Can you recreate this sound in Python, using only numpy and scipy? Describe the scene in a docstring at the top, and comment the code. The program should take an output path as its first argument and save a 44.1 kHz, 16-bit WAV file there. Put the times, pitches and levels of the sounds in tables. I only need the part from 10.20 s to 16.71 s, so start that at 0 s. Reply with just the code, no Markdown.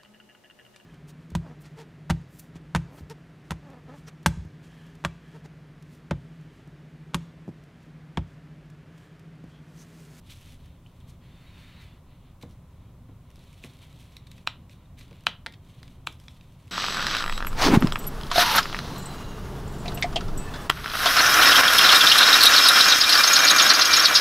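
"""A small room, the microphone close to a knife whittling a hand-held wooden block over a work table.
Low rumble, faint hum and the rustle of the grip lie under it all. Light strokes scrape the grain, fibres
tick as they part and the blade squeaks; from 1 s comes one slow cut. After 2.2 s the block bumps now and
then and thicker fibres give way. Between 4.3 and 5.9 s three chips snap off, the freed blade knocking
on the block after the second. A few soft strokes follow. The room answers each sound briefly."""
import sys
import numpy as np
from scipy import signal
from scipy.fft import rfft, irfft, next_fast_len
from scipy.io import wavfile
from scipy.ndimage import map_coordinates

SR = 44100
rng = np.random.default_rng(int(sys.argv[2]) if len(sys.argv) > 2 else 0)


def to_wav(sig):
    """Store sig (one row per channel, or 1-D mono) as 16-bit WAV at the path in sys.argv[1].

    Samples outside -1..1 are clipped; the rate is SR.
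    """
    pcm = np.clip(np.atleast_2d(sig), -1, 1) * 32767
    pcm = np.round(pcm).astype(np.int16)
    wavfile.write(sys.argv[1], SR, pcm.T)  # frames by channels


N = 287091

# room tone, the spectra of its rumble and thin hiss: freq_hz, relative_db
RUMBLE_SPECTRUM = [(12, -37), (20, 2.5), (38, -5.5), (70, 1), (135, 0), (185, -6.5), (206, -15), (242, -9),
                   (329, -19.5), (387, -19.5), (425, -25), (500, -34), (650, -70), (1100, -120)]
AIR_SPECTRUM = [(240, -37), (400, -7), (466, -8), (503, -1), (886, -7), (987, -3), (1710, -16), (1880, -15),
                (4090, -24), (5000, -23), (15500, -25)]
# how alike that hiss is left and right: freq_hz, correlation
AIR_LIKENESS = [(60, 0.65), (150, 0.33), (380, 0.92), (950, 0.97), (2200, 0.84), (4000, 0.4),
                (15000, 0.087)]
# partials of the hum: pitch_hz, rms_db
HUM_PARTIALS = [(65, -68.5), (180, -65.5), (251, -75.5)]
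# strokes of the blade: start_s, length_s, scrape_db, hiss_db
BLADE_STROKES = [(0.033, 0.3, -62, -65), (0.082, 0.045, -58.5, -60), (0.38, 0.103, -68.5, -73.5),
                 (0.624, 0.21, -74, -84), (0.869, 0.033, -68.5, -63), (2.2, 0.023, -66, -66),
                 (2.282, 0.042, -69.5, -70), (3.08, .89, -65.5, -72), (3.424, .03, -54, -58),
                 (3.6, 0.043, -60.5, -67.5), (3.784, 0.035, -63, -66), (4.089, 0.12, -65.5, -71),
                 (4.485, 0.049, -62.5, -68), (4.762, 0.072, -59.5, -65.5), (4.838, 0.2, -66, -78.5),
                 (5.413, .34, -68, -74), (5.865, 0.072, -68, -67), (5.969, .17, -69, -70.5),
                 (6.098, .4, -71, -77)]
# spectra of the block's scrape and of wood cells shearing: freq_hz, relative_db
SCRAPE_SPECTRUM = [(300, -17), (700, -23), (1300, -3.5), (1800, 0), (2400, 4.5), (3700, 5.5), (4400, -0.5),
                   (5200, -25), (8000, -41), (15000, -37)]
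SHEAR_SPECTRUM = [(2500, -32.5), (4800, -2.5), (5900, 1), (7000, -2.5), (8500, -2), (11000, -4.5),
                  (13000, -5.5), (15500, -14)]
# thick bundles of fibres parting: start_s, peak_db, treble_db, length_s, ring_hz
BUNDLE_TICKS = [(2.213, -47.5, -7, 0.0067, 2900), (2.225, -40, -8.5, .0087, 3400),
                (3.439, -30.5, -28, 0.00082, 2570), (3.967, -31, -9, .0051, 3910),
                (4.068, -42.5, -10, 0.013, 3640), (4.115, -40, -5.5, .0045, 3900),
                (4.179, -47.5, -10, 0.0091, 2300), (4.496, -43, -22, 0.0015, 3580),
                (4.809, -42, -14, .01, 3900), (4.91, -46, -11, 0.0043, 3300),
                (4.929, -44, -15, 0.0032, 2270), (5.323, -44, -8, 0.0044, 3720),
                (5.337, -43, -18, 0.012, 3180), (5.63, -37, -13, 0.003, 3430),
                (5.678, -44, -13, 0.0063, 3060), (5.924, -44.5, 0, 0.0069, 3200),
                (6, -42, -2, 0.0015, 3280), (6.082, -33, -28, 0.0035, 3500), (6.21, -44, -24, .0043, 3800),
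                (6.478, -45.5, -8, .0042, 2450)]
# resonances of parting fibres: pitch_hz, width_hz, gain_db
FIBRE_MODES = [(1270, 620, -6.5), (2410, 780, 8), (3720, 900, 1.5), (5700, 1100, -42)]
# the blade squeaking in the cut: start_s, pitch_hz, peak_db
BLADE_SQUEAKS = [(0.661, 2850, -47), (0.807, 3230, -57), (4.655, 3680, -58)]
# course of the slow cut: time_s, level_db, ring_hz
SLOW_CUT_PATH = [(0.97, -80, 3520), (1.036, -64.5, 3260), (1.144, -63, 3650), (1.406, -58, 3570),
                 (1.558, -58.5, 3660), (1.594, -58.5, 4130), (1.626, -57.5, 3620), (1.78, -67.5, 3600)]
# spectrum of its dull scrape: freq_hz, relative_db
SLOW_SPECTRUM = [(400, -24), (800, -8), (1130, -5.5), (1700, -2), (2150, 0.5), (2900, -1), (3650, -6),
                 (4100, -4.5), (4420, -3), (4950, -15.5), (8000, -22.5), (15000, -26.5)]
# the block bumping against hand and table: start_s, peak_db
BLOCK_BUMPS = [(2.233, -34.5), (2.888, -43.5), (3.177, -49.5), (3.442, -37), (4.912, -45.5), (5.069, -37.5),
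               (5.263, -43.5), (5.617, -51), (5.872, -40)]
# resonances of a bump: pitch_hz, width_hz, gain_db
BUMP_MODES = [(172, 95, 5.5), (277, 120, 2), (470, 100, -3), (744, 170, -16.5)]
# chips breaking off: time_s, jolt_db, pitch_ratio, splinter_db, tear_db (last two relative to the jolt)
CHIP_SNAPS = [(4.2737, -21, 1.03, -25, -3), (5.0681, -15.5, 1.054, -25, -12.5),
              (5.8718, -25.5, .99, -14.5, -3.5)]
# resonances of the block with the blade in it, and of the steel: pitch_hz, width_hz, gain_db
BLOCK_MODES = [(926, 290, -10), (1278, 280, -4), (1500, 144, -10), (2370, 286, -6), (2770, 210, -8),
               (3440, 300, -18), (3870, 100, -20.5), (5330, 760, -26), (7450, 2600, -18),
               (13400, 4100, -15.5)]
STEEL_MODES = [(2800, 260, 1.5), (3990, 290, 1.5)]
# the freed blade knocking back against the block: start_s, peak_db
BLADE_KNOCKS = [(5.2627, -17.5), (5.2648, -30), (5.267, -18)]
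# resonances of a knock: pitch_hz, width_hz, gain_db
KNOCK_MODES = [(894, 120, 2.5), (1620, 460, 6.5), (2000, 310, -4), (3400, 790, -9.5), (4000, 720, -14),
               (8900, 3700, -8)]
# time the room takes to die away by 60 dB: freq_hz, decay_s
ROOM_DECAY = [(200, 0.24), (1000, 0.22), (3200, 0.24), (6000, 0.15), (14000, 0.14)]
# colour of its answer: freq_hz, relative_db
ROOM_SPECTRUM = [(200, 3.5), (450, -1.5), (700, -0.5), (1500, -5.5), (2100, 2), (2650, -7.5), (3100, 4.5),
                 (3600, 0), (4200, -1.5), (7000, 1.5), (14000, -1.5)]

ATTACK_S, RELEASE_S = 0.014, 0.024  # the edge bites in; the pressure dies away
JUDDER_HZ, JUDDER_DB = 18.2, 1.26  # the blade advances in small jerks


def amp(db):
    """Decibels to gain."""
    return 10 ** (np.asarray(db) / 20)


def unit(x):
    """Scale to rms 1."""
    return x / np.sqrt(np.mean(x ** 2) + 1e-20)


def along(points, hz):
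    """Read (freq_hz, value) points on a log frequency axis."""
    freqs, values = np.transpose(points)
    return np.interp(np.log(hz + 1), np.log(freqs), values)


def wobble(per_s):
    """A smooth random curve with per_s knots a second."""
    knots = rng.standard_normal(int(N * per_s / SR) + 4)
    return map_coordinates(knots, [np.arange(N) * per_s / SR])


def filtered(x, response):
    """Pass x through a complex frequency response."""
    n = x.shape[-1]
    padded = next_fast_len(n + SR // 10)
    return irfft(rfft(x, padded) * response(np.fft.rfftfreq(padded, 1 / SR)), padded)[..., :n]


def coloured(x, spectrum):
    """Shape x with a spectrum table, at rms 1."""
    return unit(filtered(x, lambda hz: amp(along(spectrum, hz))))


def body(modes, hz):
    """Causal response of damped resonances all struck at once."""
    return sum(amp(db) * 1j * hz * width / (pitch ** 2 - hz ** 2 + 1j * hz * width)
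               for pitch, width, db in modes)


def add(track, start_s, sound):
    """Mix a sound into the track at start_s."""
    rest = track[max(round(start_s * SR), 0):][:len(sound)]
    rest += sound[:len(rest)]


def room_tone(rumble_db=-49, air_db=-64):
    """Low rumble, a slightly unsteady hum and a thin hiss that is wider in the treble."""
    waver = amp(1.1 * wobble(9))
    rumble = amp(rumble_db) * waver * coloured(rng.standard_normal(N), RUMBLE_SPECTRUM)
    hum = sum(amp(db) * np.sqrt(2) * np.sin(2 * np.pi * np.cumsum(hz + 1.504 * wobble(5.6)) / SR)
              for hz, db in HUM_PARTIALS)
    spread = lambda hz: np.arccos(np.clip(along(AIR_LIKENESS, hz), -1, 1)) / 2
    air = lambda hz: amp(along(AIR_SPECTRUM, hz)) * [np.cos(spread(hz)), np.sin(spread(hz))]
    mid, side = filtered(rng.standard_normal((2, N)), air)
    return rumble + hum + amp(air_db) * unit(np.array([mid + side, mid - side]))


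def rubbing(level_db=-75.5, swing_db=3):
    """The glove and the resting blade rub the block all the time: a faint, restless rustle."""
    return amp(level_db + swing_db * wobble(12)) * coloured(rng.standard_normal(N), SCRAPE_SPECTRUM)


def stroke_pressure(start_s, length_s):
    """Pressure, about 0-1: it builds, slower in a long stroke, holds with a judder and lets go."""
    t = np.arange(N) / SR - start_s
    bite = np.clip(t / (ATTACK_S + 0.13 * length_s), 0, 1)
    release = np.exp(-np.maximum(t - length_s, 0) / RELEASE_S)
    return bite * release * amp(-JUDDER_DB * np.cos(2 * np.pi * JUDDER_HZ * t))


def fractures(per_s, spread_db):
    """Tiny cracks in the wood, random in time and size."""
    chance, size, push = rng.random(N), rng.standard_normal(N), rng.choice([-1, 1], N)
    return (chance < per_s / SR) * push * amp(spread_db * np.clip(size, -2, 2))


def scraping():
    """The edge shears wood cells: dense fractures colour the block's scrape and give a fine hiss."""
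    pressure = np.array([stroke_pressure(start_s, length_s) for start_s, length_s, _, _ in BLADE_STROKES])
    gains = amp(np.array(BLADE_STROKES)[:, 2:].T)
    scrape_gain, hiss_gain = np.sqrt(gains ** 2 @ pressure ** 2)  # overlapping strokes add in power
    cells = unit(unit(fractures(per_s=3000, spread_db=2.5)) + 0.83 * rng.standard_normal(N))
    grip = unit(amp(1.6 * wobble(70)))  # the blade catches and slips on the grain
    crunch = unit(cells * amp(1.5 * wobble(160)))  # the shearing comes in small clumps
    scrape = scrape_gain * coloured(cells, SCRAPE_SPECTRUM)
    hiss = hiss_gain * coloured(crunch, SHEAR_SPECTRUM)
    return grip * (scrape + hiss)


def tick(treble_db, length_s, ring_hz, ring_width_hz=350, ring_db=12):
    """Fibres part in a short burst: a woody tick with its own ring and a crisp edge, at peak 1."""
    age = np.arange(SR // 20) / SR / max(length_s, 0.001) * 3
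    burst = rng.standard_normal(len(age)) * np.sqrt(age) * np.exp(-age)
    modes = FIBRE_MODES + [(ring_hz, ring_width_hz, ring_db)]
    wood = unit(filtered(burst, lambda hz: body(modes, hz) / (1 + (hz / 6000) ** 4)))
    sound = wood + amp(treble_db) * coloured(burst, SHEAR_SPECTRUM)
    return sound / np.abs(sound).max()


def fibre_ticks(thin_per_s=18, over_scrape_db=14, spread_db=4.5):
    """A few thick bundles of fibres part loudly; thin ones tick at random during the strokes."""
    out = np.zeros(N)
    for start_s, peak_db, treble_db, length_s, ring_hz in BUNDLE_TICKS:
        add(out, start_s, amp(peak_db) * tick(treble_db, length_s, ring_hz))
    for start_s, length_s, scrape_db, _ in BLADE_STROKES:
        for place, size, pitch in rng.random((rng.poisson(thin_per_s * length_s), 3)):
            peak_db = scrape_db + over_scrape_db + spread_db * (2 * size - 1)
            thin = tick(treble_db=-2.5, length_s=0.0031, ring_hz=np.interp(pitch, [0, 1], [2300, 4100]))
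            add(out, start_s + ATTACK_S + place * length_s, amp(peak_db) * thin)
    return out


def squeaks(width_hz=300, rise_s=0.0014):
    """The blade sticks and slips for a moment: a brief, rough, pitched chirp."""
    out, t = np.zeros(N), np.arange(SR // 10) / SR
    for start_s, pitch_hz, peak_db in BLADE_SQUEAKS:
        rub = rng.standard_normal(len(t)) * t * np.exp(-t / rise_s)
        chirp = filtered(rub, lambda hz: body([(pitch_hz, width_hz, 0)], hz) ** 2)
        add(out, start_s, amp(peak_db) * chirp / np.abs(chirp).max())
    return out


def slow_cut(ring_db=-8.5, ring_width_hz=170, wander_hz=130, hiss_db=-17.5):
    """One slow cut: a dull scrape that swells and stops, with a narrow, wandering ring and fitful hiss."""
    t = np.arange(N) / SR
    time_s, level_db, ring_hz = np.transpose(SLOW_CUT_PATH)
    pressure_db = np.interp(t, time_s, level_db, left=-120, right=-120) + 0.56 * wobble(30)
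    phase = 2 * np.pi * np.cumsum(np.interp(t, time_s, ring_hz) + wander_hz * wobble(10)) / SR
    ring = unit(wobble(ring_width_hz) * np.cos(phase) + wobble(ring_width_hz) * np.sin(phase))
    hiss = amp(hiss_db + 3 * wobble(18)) * coloured(fractures(per_s=3000, spread_db=5), SHEAR_SPECTRUM)
    weight = amp(0.24 * (pressure_db - level_db.max()))  # the ring stands out more while the cut is light
    scrape = weight * coloured(rng.standard_normal(N), SLOW_SPECTRUM)
    return amp(pressure_db) * (scrape + amp(ring_db) * ring + hiss)


def bumps(decay_s=0.11):
    """The gloved hand shifts the block: a soft, dull knock that scuffs as it settles."""
    out, t = np.zeros(N), np.arange(SR // 5) / SR
    for start_s, peak_db in BLOCK_BUMPS:
        push = rng.standard_normal(len(t)) * amp(-60 * t / decay_s)
        bump = filtered(push, lambda hz: body(BUMP_MODES, hz) / (1 + (hz / 1200) ** 2))
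        add(out, start_s, amp(peak_db) * bump / np.abs(bump).max())
    return out


def radiation(hz):
    """So small a block radiates little bass, and the soft wood rounds off the treble."""
    return (1j * hz / (420 + 1j * hz)) ** 2 / (1 - (hz / 4200) ** 2 + 1j * hz / 7000)


def snaps(tear_s=0.0016, splinter_s=0.0022, soften_hz=5040, steel_db=-12, steel_delay_s=0.001789):
    """The last fibres tear and splinter; the chip lets go, the block is jolted and the blade rings."""
    out, lead = np.zeros(N), SR // 100
    t = (np.arange(SR // 10) - lead) / SR  # zero at the break
    impulse = 1.0 * (t == 0)
    struck = lambda response: unit(filtered(impulse, response)) * np.sqrt(0.005 * SR / len(t))
    bending = lambda hz: np.exp(-0.3j * np.sqrt(hz))  # bending waves carry the treble out first
    spring_back = lambda hz: np.exp(-2j * np.pi * hz * steel_delay_s)  # just after the chip lets go
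    ring = struck(lambda hz: body(STEEL_MODES, hz) * radiation(hz) * spring_back(hz))
    for time_s, jolt_db, pitch_ratio, splinter_db, tear_db in CHIP_SNAPS:
        block = lambda hz: (body(BLOCK_MODES, hz / pitch_ratio) * radiation(hz) * bending(hz)
                            / np.hypot(1, hz / soften_hz))
        jolt = struck(block)  # the energy of 5 ms at rms 1
        tearing = unit(filtered(rng.standard_normal(len(t)), lambda hz: block(hz) * np.sqrt(hz)))
        tearing *= np.exp(-np.abs(t) / tear_s)
        splinters = coloured(rng.standard_normal(len(t)), SHEAR_SPECTRUM)
        splinters *= np.exp(-np.abs(t) / splinter_s)
        snap = jolt + amp(steel_db) * ring + amp(tear_db) * tearing + amp(splinter_db) * splinters
        add(out, time_s - lead / SR, amp(jolt_db) * snap)
    return out


def knocks():
    """The blade rebounds on the block in a quick, light rattle."""
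    out, t = np.zeros(N), np.arange(SR // 20) / SR
    knock = filtered(1.0 * (t == 0), lambda hz: body(KNOCK_MODES, hz) * radiation(hz))
    for start_s, peak_db in BLADE_KNOCKS:
        add(out, start_s, amp(peak_db) * knock / np.abs(knock).max())
    return out


def room(x, width, delay_s=0.0027):
    """The small room's short answer, nearly the same on both sides of the microphone."""
    hz, t, noise = signal.stft(rng.standard_normal((2, SR // 2)), SR, nperseg=256)
    fade = amp(along(ROOM_SPECTRUM, hz)[:, None] - 60 * t / along(ROOM_DECAY, hz)[:, None])
    tail = signal.istft(noise * fade, SR, nperseg=256)[1]
    tail = np.pad(tail, ((0, 0), (int(delay_s * SR), 0))) / np.linalg.norm(tail[0])
    mid, side = signal.fftconvolve(x[None], tail, axes=1)[:, :N]
    return np.array([mid + width * side, mid - width * side])


def scene():
    """Knife and block close up and dead centre, the room around them."""
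    chips = snaps() + knocks()
    carving = fibre_ticks() + squeaks() + scraping() + slow_cut() + rubbing() + bumps()
    reflections = room(amp(-13) * chips + amp(-12) * carving, width=0.058)
    return chips + carving + reflections + room_tone()


def record(dry):
    """The recorder keeps nothing above 15.8 kHz."""
    return filtered(dry, lambda hz: hz < 15800)


dry = scene()
out = record(dry)
to_wav(out)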